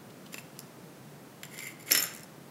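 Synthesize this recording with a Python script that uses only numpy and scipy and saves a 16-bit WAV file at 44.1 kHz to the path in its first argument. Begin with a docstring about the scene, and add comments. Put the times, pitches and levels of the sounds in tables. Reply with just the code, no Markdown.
"""Circuit card and screwdriver on a desk

A small circuit card is brushed, rocked, snapped out of its slot, set on a desk and slid aside.
A screwdriver then clatters down, rings and ticks to rest. Hits are noise bursts and decaying modes;
sliding is a train of random slips through the same bodies. A slightly live room answers them,
over the low rumble of ventilation, made of coloured noise.
"""
import sys
import numpy as np
from scipy import signal
from scipy.fft import rfft, irfft
from scipy.io import wavfile
from scipy.ndimage import uniform_filter1d

SR = 44100
rng = np.random.default_rng(int(sys.argv[2]) if len(sys.argv) > 2 else 0)


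def transcribe(signal):
    """Save signal, clipped to [-1, 1], as a 16-bit WAV file at the path in sys.argv[1]."""
    frames = np.atleast_2d(signal).T
    limited = np.clip(frames, -1, 1)
    pcm = np.round(limited * 32767).astype(np.int16)
    wavfile.write(sys.argv[1], SR, pcm)


N = 110250  # samples, 2.5 s
RING_T = np.arange(SR // 3) / SR  # time axis of one hit [s]
STRIKE_SPREAD_DB = 2  # random spread of mode levels from hit to hit


# Screwdriver bounces; each point of contact favours other modes: (time [s], knock level [dB],
# low ring level [dB], middle ring level [dB], top ring level [dB], shaft note level [dB])
BOUNCES = [(1.902, -50, -41, -46, -47, -46), (1.9093, -27, -42, -40, -39, -33),
           (1.9117, -25, -55, -48, -43, -52), (1.9134, -33.5, -58, -50, -50, -58),
           (1.9184, -32.5, -26.5, -22.5, -17, -50), (1.9269, -43, -22.5, -40, -40, -58),
           (1.9334, -31, -45, -36, -44, -60), (1.9493, -24.5, -28, -25, -28, -28),
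           (1.9527, -27, -44, -33, -33, -35), (1.960, -29, -35, -40, -37, -43),
           (1.974, -36, -34, -28, -25, -32.5), (1.9762, -35.5, -26.5, -32, -33, -30),
           (1.986, -33.5, -33, -57, -46, -33), (1.9964, -36, -47, -40, -29, -54),
           (2.0017, -38, -50, -43, -29, -62), (2.0185, -40, -48, -44, -35, -55),
           (2.025, -39.5, -23.5, -31.5, -30, -58), (2.0379, -34.5, -37, -34, -33, -59),
           (2.0545, -47, -44, -37.5, -47, -66), (2.064, -49, -43.5, -49, -45, -66),
           (2.148, -62, -51, -43, -55, -62), (2.2324, -60, -50, -47.5, -55, -43)]
# Dry ticks of the rocking handle: (time [s], level [dB])
HANDLE_TICKS = [(1.9070, -33), (2.1380, -42.5), (2.1516, -46), (2.164, -44), (2.1750, -47), (2.182, -49),
                (2.1960, -48.5), (2.2079, -49)]
# Colour of a tick: (frequency [Hz], level per Hz [dB])
TICK_COLOUR = [(500, -30), (4500, -8), (6800, 5), (10000, -4), (16000, -4.5)]
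# Colour of a hard strike of the steel tip: (frequency [Hz], level per Hz [dB])
CRACK_COLOUR = [(1000, -27), (4900, -28), (5350, 10), (5900, 8), (6700, -3), (9000, -20), (11500, -22),
                (15000, -20)]
# Modes of the thumping desk top: (frequency [Hz], level [dB], t60 [s])
THUMP_MODES = [(255, -8, 0.066), (315, -2, 0.082), (445, 2.5, 0.046), (534, -2, 0.035)]
TICK_T60 = 0.0037  # s
CRACK_S, CRACK_DB, CRACK_T60 = 1.9190, -17.5, 0.012  # time [s], level [dB], t60 [s]
THUMP_S, THUMP_DB = 1.9098, -35  # time [s], level [dB]
STEEL_RISE_S = 0.00056


def screwdriver():
    """Handle and steel hit the desk and chatter, the shaft sings, and the handle ticks."""
    knocks, chinks, swing, rattle = np.zeros((4, N))
    for s, knock_db, low_db, middle_db, top_db, shaft_db in BOUNCES:
        steel = steel_strike(low_db, middle_db, top_db)
        add(knocks, s, amp(knock_db) * handle_knock())
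        add(chinks, s, np.minimum(RING_T / STEEL_RISE_S, 1) * steel)
        add(rattle, s, amp(knock_db) * chatter_swell())
        add(swing, s, amp(shaft_db) * shaft_swell(s))
    add(chinks, CRACK_S, amp(CRACK_DB) * burst(CRACK_COLOUR, CRACK_T60))
    add(knocks, THUMP_S, amp(THUMP_DB) * ring(THUMP_MODES))
    for s, db in HANDLE_TICKS:
        add(chinks, s, amp(db) * burst(TICK_COLOUR, TICK_T60))
    chinks += rattle * chatter()
    return knocks, chinks, shaft_note(swing)


# Bright ring of the steel before detuning, three families of close modes:
# (frequency [Hz], level [dB], t60 [s])
STEEL_LOW = [(6110, -7.5, 0.015), (6760, -7.5, 0.021), (7070, -6.5, 0.023), (7180, -0.5, 0.021),
             (7480, 0, 0.014)]
STEEL_MIDDLE = [(8850, -10, 0.03), (9470, -12, 0.016), (10190, -2, 0.016), (10460, -1, 0.026),
                (10860, -8, .008), (11610, -1.5, 0.015), (11300, -2, 0.014)]
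STEEL_TOP = [(12760, -5, 0.02), (12900, 3, 0.03), (12970, -8, 0.014)]
STEEL_DETUNE = 0.004  # share by which contact with the desk shifts the modes
STEEL_GRIT_DB = -6  # contact noise relative to the middle ring


def steel_strike(low_db, middle_db, top_db):
    """Contact noise and three families of steel modes, each family shifted in pitch as one."""
    steel = amp(middle_db + STEEL_GRIT_DB) * grit()
    for family, level_db in (STEEL_LOW, low_db), (STEEL_MIDDLE, middle_db), (STEEL_TOP, top_db):
        shift = 1 + STEEL_DETUNE * rng.uniform(-1.1, 1)
        shifted = [(hz * shift, db, t60) for hz, db, t60 in family]
        steel = steel + amp(level_db) * ring(shifted, STRIKE_SPREAD_DB)
    return steel


# Colour of the handle's knock on the desk: (frequency [Hz], level per Hz [dB])
DESK_KNOCK = [(100, -12), (290, -5.5), (560, -7), (950, -18), (1250, -1.5), (1600, -4.5), (1920, 4.5),
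              (2350, -1.5), (2750, 2), (3350, -6), (3700, -3), (4400, -5), (4900, -10), (16000, -21)]
DESK_KNOCK_T60 = 0.028  # s


def handle_knock():
    """The handle's hit excites many dense, short vibrations of the desk."""
    return burst(DESK_KNOCK, DESK_KNOCK_T60)


CHATTER_DB, CHATTER_T60 = -10.5, 0.086  # level relative to the knock [dB], t60 [s]


def chatter_swell():
    """The strength of the fine rattle jumps up at a bounce and dies away."""
    return amp(CHATTER_DB) * decay(RING_T, CHATTER_T60)


def chatter():
    """Tiny random contacts keep both steel and desk sounding."""
    return rubbed(ring(STEEL_LOW + STEEL_MIDDLE) + handle_knock())


SHAFT_HZ, SHAFT_T60, SHAFT_RISE_S = 5337, 0.14, 0.0011
SETTLE_S, SETTLE_T60 = 2.038, 0.05  # when the shaft comes to lie on the desk, and its added damping


def shaft_swell(s):
    """A bounce sets the shaft swinging; lying on the desk damps it further."""
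    damping = decay(np.maximum(RING_T - max(SETTLE_S - s, 0), 0), SETTLE_T60)
    return np.minimum(RING_T / SHAFT_RISE_S, 1) * decay(RING_T, SHAFT_T60) * damping


def shaft_note(swing):
    """The shaft sings one steady pitch as strongly as it swings."""
    return swing * np.sin(2 * np.pi * SHAFT_HZ * np.arange(N) / SR)


# Card set down and shifted on the desk: (time [s], knock level [dB], edge ring level [dB])
CARD_TAPS = [(1.4326, -35.5, -41), (1.452, -51, -43.5), (1.5897, -39.5, -39), (1.678, -58, -51)]


def card_taps():
    """Each tap on the desk is a dull knock with a ring of the card's edge."""
    out = np.zeros(N)
    for s, knock_db, ring_db in CARD_TAPS:
        add(out, s, amp(knock_db) * card_knock() + amp(ring_db) * card_edge())
    return out


# Contacts snapping out of the slot: (time [s], level [dB])
SNAPS = [(0.591, -37.5), (0.6028, -48.5)]
# Colour of a snap: (frequency [Hz], level per Hz [dB])
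SNAP_COLOUR = [(300, -20), (1800, -16), (2700, -1), (4200, -6), (5600, 2), (7800, -11), (9900, 4.5),
               (12000, -6), (16000, -7)]
SNAP_T60, SNAP_RING_DB = 0.012, -4  # t60 [s], edge ring relative to the snap [dB]


def card_snaps():
    """The contacts let go with a short burst that makes the card's edge ring."""
    out = np.zeros(N)
    for s, db in SNAPS:
        add(out, s, amp(db) * (burst(SNAP_COLOUR, SNAP_T60) + amp(SNAP_RING_DB) * edge_ring()))
    return out


# Card rubbing on slot and desk:
# (start [s], length [s], hiss level [dB], squeak level [dB], dull rasp level [dB])
CARD_STROKES = [(0.32, 0.027, -48, -60, -49.5), (0.349, .064, -53, -70, -59),
                (1.503, 0.23, -55, -54, -59.5), (1.530, 0.023, -51, -55, -51),
                (1.571, 0.08, -55.5, -53, -63), (1.649, 0.049, -51, -41.5, -64),
                (1.789, 0.051, -54.5, -59, -66), (1.856, 0.053, -48, -61, -59),
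                (1.875, 0.036, -56, -53, -47.5)]
# Squeak of the sliding card before its glide: (frequency [Hz], level [dB], t60 [s])
SQUEAK_MODES = [(1895, -8, 0.019), (2078, -0.5, 0.043), (2247, 0, 0.043), (2890, -10, 0.016)]
# Glide of the squeak as the card slides: (time [s], pitch ratio [1])
SQUEAK_GLIDE = [(1.54, .96), (1.59, 1.02), (1.65, 1)]
RUB_GRIT_DB = -1.5  # contact noise relative to the edge ring
CATCH_S, CATCH_DB = 0.004, 1.8  # smoothing [s] and rms depth [dB] of the catching


def card_scrapes():
    """The card catches and slips, with a gritty hiss, a gliding squeak and a dull rasp."""
    hiss, squeak, rasp = np.zeros((3, N))
    for start, length, hiss_db, squeak_db, rasp_db in CARD_STROKES:
        pressure = stroke(length)
        add(hiss, start, amp(hiss_db) * pressure)
        add(squeak, start, amp(squeak_db) * pressure)
        add(rasp, start, amp(rasp_db) * pressure)
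    samples = np.arange(N)
    glide = np.interp(samples / SR, *np.transpose(SQUEAK_GLIDE))
    # reading the squeak faster or slower bends its pitch
    squeal = np.interp(np.cumsum(glide), samples, rubbed(ring(SQUEAK_MODES)))
    wander = evened(uniform_filter1d(rng.standard_normal(N), round(CATCH_S * SR)))
    catching = evened(amp(CATCH_DB * wander))
    gritty = rubbed(edge_ring() + amp(RUB_GRIT_DB) * grit())
    dull = rubbed(card_knock())
    return catching * (hiss * gritty + squeak * squeal + rasp * dull)


# Colour of the card's dull knock: (frequency [Hz], level per Hz [dB])
CARD_KNOCK = [(100, -28), (900, -14), (1400, -6.5), (1950, 0.5), (2500, -7), (3200, -3), (4300, -14),
              (12000, -21.5)]
CARD_KNOCK_T60 = 0.031  # s


def card_knock():
    """The flat of the card answers a hit with dense, short vibrations."""
    return burst(CARD_KNOCK, CARD_KNOCK_T60)


# Ring of the card's edge: (frequency [Hz], level [dB], t60 [s])
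CARD_MODES = [(4980, 0.5, 0.0045), (6140, -7.5, 0.014), (7200, -1.5, 0.021), (7460, -1.5, 0.013),
              (9520, -6, 0.011), (10210, -1.5, 0.011), (13060, -5.5, 0.02)]


def edge_ring(spread_db=0):
    """The stiff edge of the card rings in a few bright, short modes."""
    return ring(CARD_MODES, spread_db)


CARD_GRIT_DB = -8  # contact noise relative to the edge ring


def card_edge():
    """One gritty tap on the card's edge."""
    return edge_ring(STRIKE_SPREAD_DB) + amp(CARD_GRIT_DB) * grit()


# Card rocked in its slot: # (time [s], knock level [dB], edge ring level [dB], case note level [dB])
SLOT_KNOCKS = [(.3428, -35.5, -38, -41), (0.3816, -40, -53, -40.5), (0.3865, -50, -46, -54)]
# Colour of the card's knock in its slot: (frequency [Hz], level per Hz [dB])
SLOT_KNOCK = [(150, -22), (430, 4.5), (750, -17), (1100, -3), (1400, -21), (1750, -2), (2600, -1),
              (3250, -18.5), (3800, -7), (7000, -25)]
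# Ring of the case around the slot: (frequency [Hz], level [dB], t60 [s])
CASE_MODES = [(2480, -2, 0.016), (2672, 1.5, 0.028)]
SLOT_KNOCK_T60 = 0.027  # s


def slot_knocks():
    """The card is rocked in its slot, and the case around it rings with a short, woody note."""
    out = np.zeros(N)
    for s, knock_db, ring_db, note_db in SLOT_KNOCKS:
        add(out, s, amp(knock_db) * burst(SLOT_KNOCK, SLOT_KNOCK_T60))
        add(out, s, amp(ring_db) * card_edge())
        add(out, s, amp(note_db) * ring(CASE_MODES))
    return out


# Contact noise of small hard surfaces: (frequency [Hz], level per Hz [dB])
GRIT_COLOUR = [(200, -22), (1500, -9), (6000, 0), (12000, -1), (16000, -7)]
GRIT_T60 = 0.01  # s


def grit():
    """Rough surfaces meeting give a bright, very short burst."""
    return burst(GRIT_COLOUR, GRIT_T60)


# Fingertips brushing the card as they take hold: (start [s], length [s], level [dB])
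BRUSHES = [(0.094, 0.02, -50), (0.253, 0.028, -51.5), (0.56, 0.02, -56)]
# Colour of skin on the card: (frequency [Hz], level per Hz [dB])
BRUSH_COLOUR = [(1700, -16), (2700, 2), (5400, -5), (10000, -17)]


def fingertips():
    """Short, dry brushes of skin on the card, made of many small slips."""
    pressure = np.zeros(N)
    for start, length, db in BRUSHES:
        add(pressure, start, amp(db) * stroke(length))
    return pressure * rubbed(burst(BRUSH_COLOUR, GRIT_T60))


# Decay of the room: (frequency [Hz], t60 [s])
ROOM_T60 = [(200, 0.24), (1500, 0.66), (5000, 0.44), (14000, 0.32)]
# Colour of the tail: (frequency [Hz], level [dB])
ROOM_COLOUR = [(200, -2.5), (900, 2), (2000, -4), (5000, -5), (9000, -7.5), (14000, -11)]
# Early reflections: (delay [s], gain [1])
REFLECTIONS = [(.0027, 0.11), (.0098, 0.38)]
ROOM_BUILD_S = 0.0046  # time constant of the tail's build-up


def room(x):
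    """A few near reflections and a diffuse tail whose decay time varies with frequency."""
    hz, t, z = signal.stft(rng.standard_normal(SR), SR, nperseg=256)
    z = z * decay(t, read(ROOM_T60, hz)[:, None]) * (1 - np.exp(-t / ROOM_BUILD_S))
    plain = signal.istft(z, SR, nperseg=256)[1]
    coloured = signal.istft(z * amp(read(ROOM_COLOUR, hz))[:, None], SR, nperseg=256)[1]
    tail = coloured / np.linalg.norm(plain)
    for delay, gain in REFLECTIONS:
        add(tail, delay, np.array([gain]))
    return signal.fftconvolve(x, tail)[:N]


# Colour of the ventilation rumble: (frequency [Hz], level per Hz [dB])
AIR_COLOUR = [(20, -66), (40, -28), (91, -16.5), (135, 2), (240, -2.5), (510, -8), (830, -13),
              (1400, -16.5), (3200, -24.5), (12700, -29), (15800, -29)]
AIR_DB = -50  # rms level


def air():
    """Ventilation gives a steady noise, strongest in the low range."""
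    return amp(AIR_DB) * noise(AIR_COLOUR, N)


def amp(db):
    """Decibels to gain."""
    return 10 ** (np.asarray(db) / 20)


def read(points, hz):
    """A table's value on a log-frequency axis."""
    f, value = np.transpose(points)
    return np.interp(np.log(hz + 1), np.log(f + 1), value)


def add(mix, s, sound):
    """Mixes a sound in at a time in seconds."""
    part = mix[max(round(s * SR), 0):][:len(sound)]
    part += sound[:len(part)]


def evened(x):
    """Scales to rms 1."""
    return x / np.sqrt(np.mean(x ** 2) + 1e-20)


def blow(x):
    """Scales a hit to the energy of three milliseconds at rms 1."""
    return x * np.sqrt(.003 * SR / np.sum(x ** 2))


def decay(t, t60):
    """Falls by 60 dB in t60."""
    return np.exp(-np.log(1000) * t / t60)


def noise(spectrum, size):
    """Random-phase noise of a given colour."""
    hz = np.fft.rfftfreq(size, 1 / SR)
    phase = np.exp(2j * np.pi * rng.random(len(hz)))
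    return evened(irfft(amp(read(spectrum, hz)) * phase, size))


RIPPLE = 0.26  # how far a burst strays from its colour, 0-1


def burst(spectrum, t60):
    """Many dense, quickly dying vibrations with a given overall colour."""
    size = 4096
    z = rfft(rng.standard_normal(size) * decay(RING_T[:size], t60))
    flattened = z / (abs(z) + 1e-9) ** (1 - np.clip(RIPPLE, 0, 1))
    coloured = irfft(flattened * amp(read(spectrum, np.fft.rfftfreq(size, 1 / SR))))
    return blow(np.pad(coloured[:size // 2], (0, len(RING_T) - size // 2)))


def ring(modes, spread_db=0):
    """Struck modes, neighbours swinging in opposite directions; the spread varies their mix."""
    louder = spread_db * rng.standard_normal(len(modes))
    out = np.zeros(len(RING_T))
    for k, (hz, db, t60) in enumerate(modes):
        swing = decay(RING_T, t60) * np.sin(2 * np.pi * hz * RING_T)
        out += (-1) ** k * amp(db + louder[k]) * swing
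    return blow(out)


SLIPS_PER_S, SLIP_SPREAD_DB = 2500, 4.5  # mean rate, scale of the random slip levels


def rubbed(body):
    """Dense, uneven slips keep a body ringing."""
    happens = rng.random(N) < SLIPS_PER_S / SR
    sign = rng.choice([-1, 1], N)
    strength = amp(SLIP_SPREAD_DB * np.minimum(rng.exponential(1, N), 4))
    return evened(signal.fftconvolve(happens * sign * strength, body)[:N])


STROKE_EDGE_S = 0.013  # a shorter stroke peaks below full pressure


def stroke(length):
    """The pressure of one stroke swells and fades, with a hold if it is long enough."""
    t = np.arange(0, length, 1 / SR)
    return np.minimum(np.minimum(t, length - t) / STROKE_EDGE_S, 1)


# Levels sent to the room [dB]; the hands and the case shield the slot
KNOCK_ROOM_DB, STEEL_ROOM_DB, SHAFT_ROOM_DB = -1.5, -3, -9.5
CARD_ROOM_DB, SLOT_ROOM_DB = -5, -10.5
LOW_CUT_HZ = 154


def scene():
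    """Card and screwdriver, too small to radiate bass, in the room over its steady air noise."""
    knocks, chinks, shaft = screwdriver()
    card = card_taps() + card_snaps() + card_scrapes() + fingertips()
    slot = slot_knocks()
    tool_send = amp(KNOCK_ROOM_DB) * knocks + amp(STEEL_ROOM_DB) * chinks + amp(SHAFT_ROOM_DB) * shaft
    card_send = amp(CARD_ROOM_DB) * card + amp(SLOT_ROOM_DB) * slot
    handling = knocks + chinks + shaft + card + slot + room(tool_send + card_send)
    low_cut = signal.butter(4, LOW_CUT_HZ, "high", fs=SR, output="sos")
    return (signal.sosfilt(low_cut, handling) + air())[None]


EDGE_HZ = 15800


def record(dry):
    """The recorder's band limit, a steep low-pass."""
    low_pass = signal.firwin(511, EDGE_HZ, window=("kaiser", 9), fs=SR)
    return signal.oaconvolve(dry, low_pass[None], "same")


dry = scene()
out = record(dry)
transcribe(out)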